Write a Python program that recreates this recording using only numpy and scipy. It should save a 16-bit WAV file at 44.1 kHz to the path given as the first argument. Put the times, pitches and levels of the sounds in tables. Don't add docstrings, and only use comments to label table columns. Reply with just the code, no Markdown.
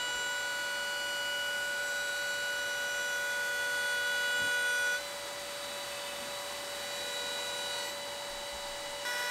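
import sys
import numpy as np
from scipy import signal
from scipy.fft import rfft, irfft
from scipy.io import wavfile

SR = 44100
rng = np.random.default_rng(int(sys.argv[2]) if len(sys.argv) > 2 else 0)


def wav_out(sig):
    wavfile.write(sys.argv[1], SR, np.round(np.clip(np.atleast_2d(sig).T, -1, 1) * 32767).astype(np.int16))


N = 410130
TIME_S = np.arange(N) / SR
FREQS_HZ = np.fft.rfftfreq(N, 1 / SR) + 1e-3
ROUTER_HZ, BELOW_FROM_S = 489.1, 9.051

# entry t/s, feed-in/s, exit t/s, contact/dB, undamped speed swing on exit/Hz
CUT_PASSES = [(-.1, .1, 4.95, -0.058, 21), (6.55, 0.55, 7.885, -0.62, 6.85)]
# t/s, level before trim/dB
HOWL_CURVE = [(0.0, -41), (0.27, -38), (1.1, -39.5), (1.65, -37), (2.66, -38), (4.89, -32.5), (4.96, -34),
              (5.04, -60), (5.11, -59), (6.57, -61), (7.22, -48.5), (7.79, -48), (7.92, -60.5), (9.0, -62)]
# t/s, level before trim/dB
RING_CURVE = [(0.0, -41), (0.48, -48.5), (1.4, -41), (1.88, -53), (2.48, -47), (3.11, -48.5), (3.23, -58),
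              (4.36, -43.5), (5.31, -63.5), (6.12, -55.5), (6.36, -61), (7.87, -50.5), (7.92, -63),
              (8.15, -54), (8.32, -62), (9.0, -52.5)]
# order, level/dB, slope/(dB/s), dip t/s, period/s, reflected share
STRONG_ORDERS = [(1, -55.5, 0.24, 1.4, 8.65, 0.54), (2, -49.5, -.5, 2.15, 4.26, 0.41),
                 (4, -53, 0, 1.8, 6.7, 0.75), (5, -55, 0.44, 0.85, 7.9, 0.25),
                 (7, -58.5, 0.33, 2.2, 5.4, 0.4), (9, -54, -0.84, 1.61, 1.53, 0.5),
                 (10, -60, -0.03, 0.09, 3.1, 0.56), (12, -58, 0, 1.57, 0.936, 0.23),
                 (13, -65, 1.1, 1.7, 5.5, .6), (15, -56.5, 0, 1.37, 2.29, 0.2), (16, -70, 1.1, 4.8, 8, 0.5),
                 (18, -61.5, 1.04, 2.8, 4.5, 0.4)]
# order, level/dB
FAINT_ORDERS = [(11, -72.5), (14, -63.5), (17, -71.5), (19, -66), (20, -68.5), (21, -67.5), (23, -71),
                (24, -65.5), (27, -68), (28, -75), (30, -78)]
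# t/s, order, level/dB, half length/s
BIT_SQUEALS = [(.15, 15, -48, 0.29), (2.0, 16, -55, 0.28), (2.93, 12, -51.5, .25), (3.586, 4, -49, 0.07),
               (3.8, 18, -54.5, .25), (4.367, 15, -50, .03), (4.45, 7, -46, 0.98), (4.62, 18, -50, 0.2),
               (4.7, 24, -63, 0.23), (4.75, 5, -50, 0.3), (4.825, 12, -50, 0.2), (4.97, 9, -51, .03),
               (7.78, 9, -49, 0.091), (7.855, 4, -47, .06), (7.89, 16, -51, .06), (7.9, 27, -56, 0.045)]
# t/s, level before trim/dB
FAN_CURVE = [(0.0, -50), (0.42, -52), (1.18, -69), (2.03, -48.5), (3.33, -54), (3.41, -61), (4.18, -49),
             (5.44, -55), (5.81, -49), (6.04, -59), (6.36, -50.5), (6.62, -53), (7.17, -43), (7.74, -43.5),
             (7.95, -50), (9.0, -52.5)]
# order, base level/dB
MOTOR_ORDERS = [(1, -59), (2, -53), (4, -59)]
BEARING_TONES = [(4, -55, 0, 2.7, 2.8, 0.15), (6, -62, 0.91, 2.46, 3.24, 0.37)]
BLADE_ORDERS = [(4, -55, -1.2, 3, 4, 0.23), (8, -57.5, 0.16, 2.25, 7.5, 0.24)]
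# f/Hz, level/dB
HUM_TONES = [(59.4, -73), (64.2, -73), (119.8, -71.5), (129, -75.5), (218.7, -72.5), (308, -72.5),
             (388, -92), (541, -70.5), (200.6, -73.5)]
# f/Hz, base density/(dB re 1 Hz)
AIR_SPECTRUM = [(20, -106), (42, -112), (100, -92), (220, -87), (400, -84), (640, -83), (800, -77),
                (1080, -82), (1800, -83), (2500, -86), (4100, -84), (6000, -88.5), (8800, -87),
                (10500, -99), (12500, -99.5), (15500, -103)]
# f/Hz, base density/(dB re 1 Hz)
CHIP_SPECTRUM = [(100, -105), (500, -91), (1600, -82.5), (2500, -87.5), (4500, -92), (8700, -89.5),
                 (10500, -98), (11700, -91), (15500, -106)]
# t/s, gain/dB
RUMBLE_CURVE = [(0, 2), (1.3, 0), (5, .5), (6.8, 3.5), (9.3, 1.5)]
# t/s, hiss gain/dB, chip gain/dB, resonance f/Hz, resonance level/dB
HOOD_CURVES = [(0, 0, -5, 1380, -56), (1.2, -0.5, -2.5, 1390, -53), (2, -0.5, -1, 1470, -54),
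               (3.3, -2, 1.5, 1513, -56), (4.9, -0.5, 2, 1500, -60), (5.15, 1, -2, 1290, -54.5),
               (6, 0, 0.5, 1207, -55), (6.8, 1.5, 0.5, 1003, -56), (7.8, 3, -6, 950, -51),
               (7.97, 0.5, -3, 928, -55), (8.5, 1.5, -8, 894, -52.5)]
# columns as HOOD_CURVES, without t/s
HOOD_FROM_BELOW = (1, 3, 1698.5, -51)
# t/s, level/dB, f/Hz, width/Hz, length/s
SOFT_BUMPS = [(.11, -66, 56, 5.1, .25), (0.127, -53.5, 460, 76, 0.23), (4.385, -50, 258, 90, 0.15),
              (4.382, -53, 125, 25, 0.12), (6.16, -53, 238.6, 100, 0.19), (6.877, -59, 340, 89, 0.12),
              (8.28, -53, 24, 5.1, 0.2), (8.518, -53, 60, 8, 0.11), (8.548, -56, 23, 3.7, 0.54)]
# f/Hz, width/Hz, base level/dB
PIPE_MODES = [(2596, 29, -57.5), (3010, 37, -59), (3575, 220, -55)]
# t/s, gain/dB
BEND_CURVE = [(0, -32), (4.9, -25), (5.4, -6), (5.75, 1.5), (6.1, 3), (6.6, -8), (7.5, -20), (9.3, -30)]
# order, relative level/dB
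BELOW_ORDERS = [(1, -16.5), (2, -4), (3, -1.5), (4, -1.5), (5, -10.5), (6, -10), (7, -12), (8, -7),
                (9, -21), (10, -20), (11, -8.5), (12, -14.5), (13, -21), (14, -24), (15, -21), (16, -27),
                (17, -24), (18, -19), (19, -24), (20, -29), (21, -32), (22, -33), (23, -26), (24, -27),
                (25, -29), (26, -28), (27, -23)]


def from_db(db):
    return 10 ** (np.asarray(db) / 20)


def curves(rows):
    times_s, *columns = np.transpose(rows)
    return [np.interp(TIME_S, times_s, column) for column in columns]


def drift(rate_hz):
    hop = 20
    pole = np.exp(-2 * np.pi * rate_hz * hop / SR)
    slow = signal.lfilter([1], [1, -2 * pole, pole * pole], rng.standard_normal(N // hop + 4002))[4000:]
    return np.interp(np.arange(N) / hop, np.arange(len(slow)), slow / slow.std())


def angle_rad(hz):
    return 2 * np.pi * np.cumsum(hz * np.ones(N)) / SR


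def tone(phase_rad, rms_db):
    return np.sqrt(2) * from_db(rms_db) * np.sin(phase_rad)


def order_tone(shaft_rad, order, rms_db):
    return tone(order * shaft_rad + rng.uniform(0, 2 * np.pi), rms_db)


def noise(spectrum):
    hz, density_db = np.transpose(spectrum)
    gain = from_db(np.interp(np.log(FREQS_HZ), np.log(hz), density_db))
    return irfft(rfft(rng.standard_normal(N)) * gain, N) * np.sqrt(SR / 2)


def resonance(centre_hz, width_hz):
    phase_rad = angle_rad(centre_hz)
    return drift(width_hz * 1.3) * np.cos(phase_rad) + drift(width_hz * 0.45) * np.sin(phase_rad)


def standing_wave_db(base_db, db_per_s, dip_s, period_s, reflected):
    path_rad = 2 * np.pi * (TIME_S - dip_s) / period_s
    power = 1 + reflected ** 2 - 2 * reflected * np.cos(path_rad)
    return base_db + db_per_s * TIME_S + 10 * np.log10(power)


def contact_db(exit_s=0.046, free_db=-18):
    contact = np.zeros(N)
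    for enters_s, feed_s, leaves_s, level_db, _ in CUT_PASSES:
        entering = np.clip((TIME_S - enters_s) / feed_s, 0, 1)
        leaving = np.clip((leaves_s + exit_s - TIME_S) / exit_s, 0, 1)
        contact += from_db(level_db) * entering * leaving
    return 20 * np.log10(np.maximum(contact, from_db(free_db)))


def router_speed_hz(wander=0.000453, jitter=0.00022, swing_s=0.42, settle_s=0.1537):
    speed_hz = ROUTER_HZ * (1 + wander * drift(2.88) + jitter * drift(31.4))
    for _, _, leaves_s, _, swing_hz in CUT_PASSES:
        age_s = np.maximum(TIME_S - leaves_s, 0)
        speed_hz += swing_hz * np.exp(-age_s / settle_s) * np.sin(2 * np.pi * age_s / swing_s)
    return speed_hz


def cutter(shaft_rad, howl_trim_db=0.97, ring_trim_db=1.5, chatter_db=1.5, sputter_db=0.5):
    bite_db, grain = contact_db(), drift(4.7)
    squeal_gain = np.minimum(from_db(bite_db + 6), 1)
    out = order_tone(shaft_rad, 3, curves(HOWL_CURVE)[0] + howl_trim_db + 0.35 * drift(25))
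    out += order_tone(shaft_rad, 6, curves(RING_CURVE)[0] + ring_trim_db + 0.35 * drift(25))
    strong = [(order, standing_wave_db(*wave), 1.16) for order, *wave in STRONG_ORDERS]
    faint = [(order, level_db, 1.5) for order, level_db in FAINT_ORDERS]
    for order, level_db, wander_db in strong + faint:
        height = min(order / 12, 1)
        power = from_db(level_db + bite_db + height * wander_db * drift(0.9)) ** 2
        power += squeal_gain ** 2 * squeal_power(order)
        flutter_db = height * (chatter_db * drift(13) + sputter_db * grain)
        out += order_tone(shaft_rad, order, 10 * np.log10(power) + flutter_db)
    return out


def squeal_power(order):
    return sum(from_db(level_db) ** 2 * np.exp(-((TIME_S - peak_s) / half_s) ** 2)
               for peak_s, squeal_order, level_db, half_s in BIT_SQUEALS if squeal_order == order)


def motor(shaft_rad, fan_trim_db=1.4, fan_db_per_hz=0.24, waver_db=1.6):
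    overspeed_hz = np.maximum(np.gradient(shaft_rad) * SR / (2 * np.pi) - ROUTER_HZ, 0)
    fan_db = curves(FAN_CURVE)[0] + fan_trim_db + fan_db_per_hz * overspeed_hz + 0.9 * drift(23)
    fan = order_tone(shaft_rad, 8, fan_db)
    low = sum(order_tone(shaft_rad, order, db + waver_db * drift(3)) for order, db in MOTOR_ORDERS)
    return fan + low * (1 - from_db(contact_db()))


def bearing(shaft_rad, slip=0.087, upper_db=-63.5, fall_db_per_order=2.0):
    out = sum(tone((order + slip) * shaft_rad, standing_wave_db(*wave) + 1.4 * drift(10))
              for order, *wave in BEARING_TONES)
    load_db = 0.18 * contact_db()
    for order in range(9, 19):
        level_db = upper_db + load_db - fall_db_per_order * (order - 9) + 2 * drift(1.8)
        out += tone((order + slip) * shaft_rad, level_db)
        out += tone((order + 2 * slip) * shaft_rad, level_db - 3.5)
    return out


def vacuum(rotor_hz=573.4, below_hz=586.5, rotor_db=-46.0, run_up_s=0.55, run_up_hz=2.6, run_up_db=6.5):
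    lag = np.exp(-TIME_S / run_up_s)
    speed_hz = np.where(TIME_S < BELOW_FROM_S, rotor_hz - run_up_hz * lag, below_hz)
    rotor_rad = angle_rad(speed_hz * (1 + 0.0004 * drift(10.4)))
    unbalance = tone(rotor_rad, rotor_db - run_up_db * lag + 0.5 * drift(20))
    blades = sum(order_tone(rotor_rad, order, standing_wave_db(*wave) + drift(15))
                 for order, *wave in BLADE_ORDERS)
    hum = sum(tone(angle_rad(hz + 0.3 * drift(2.2)), level_db) for hz, level_db in HUM_TONES)
    return unbalance + blades + hum * from_db(-4.0 * (TIME_S > BELOW_FROM_S))


def suction(shaft_rad, pulse_depth=0.42, gust_db=0.45, chop_depth=0.2, clear_q=14.6):
    hiss_db, chips_db, hood_hz, hood_db = [np.where(TIME_S < BELOW_FROM_S, above, below)
                                           for above, below in zip(curves(HOOD_CURVES), HOOD_FROM_BELOW)]
    flow = noise(AIR_SPECTRUM)
    hiss = signal.sosfilt(signal.butter(1, 800, "high", fs=SR, output="sos"), flow)
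    air = from_db(curves(RUMBLE_CURVE)[0]) * (flow - hiss) + from_db(hiss_db) * hiss
    chips = noise(CHIP_SPECTRUM) * from_db(chips_db + gust_db * drift(40))
    chips *= 1 + pulse_depth * np.cos(shaft_rad)
    clear = np.clip((1200 - hood_hz) / 200, 0, 1)
    note = np.sqrt(1 - clear) * resonance(hood_hz, 220)
    note += np.sqrt(clear) * resonance(hood_hz, hood_hz.min() / clear_q)
    return air + chips + note * from_db(hood_db) * (1 + chop_depth * np.cos(shaft_rad))


def bumps():
    out = np.zeros(N)
    for start_s, level_db, hz, width_hz, length_s in SOFT_BUMPS:
        age = np.maximum(TIME_S - start_s, 0) / (length_s / 3)
        out += from_db(level_db) * age * np.exp((1 - age ** 2) / 2) * resonance(hz, width_hz)
    return out


def hose(hiss_db=-59.0, hiss_band_hz=(8300, 9100)):
    bend_db, = curves(BEND_CURVE)
    modes = sum(from_db(level_db) * resonance(hz, width_hz) for hz, width_hz, level_db in PIPE_MODES)
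    band = signal.butter(2, hiss_band_hz, "band", fs=SR, output="sos")
    hiss = signal.sosfilt(band, rng.standard_normal(N))
    return from_db(bend_db) * modes + from_db(hiss_db + bend_db / 2) * hiss / hiss.std()


def cutter_below(shaft_rad, base_db=-40.0, flutter_db=1.5):
    return sum(order_tone(shaft_rad, order, base_db + db + flutter_db * min(order / 6, 1) * drift(25))
               for order, db in BELOW_ORDERS)


def scene():
    shaft_rad = angle_rad(router_speed_hz())
    below = cutter_below(shaft_rad)
    above = cutter(shaft_rad) + motor(shaft_rad)
    router = np.where(TIME_S < BELOW_FROM_S, above, below)
    mono = router + bearing(shaft_rad) + vacuum() + suction(shaft_rad) + hose() + bumps()
    return np.array([mono, mono])


def record(dry):
    return signal.sosfilt(signal.ellip(12, 0.1, 90, 15700, fs=SR, output="sos"), dry)


dry = scene()
out = record(dry)
wav_out(out)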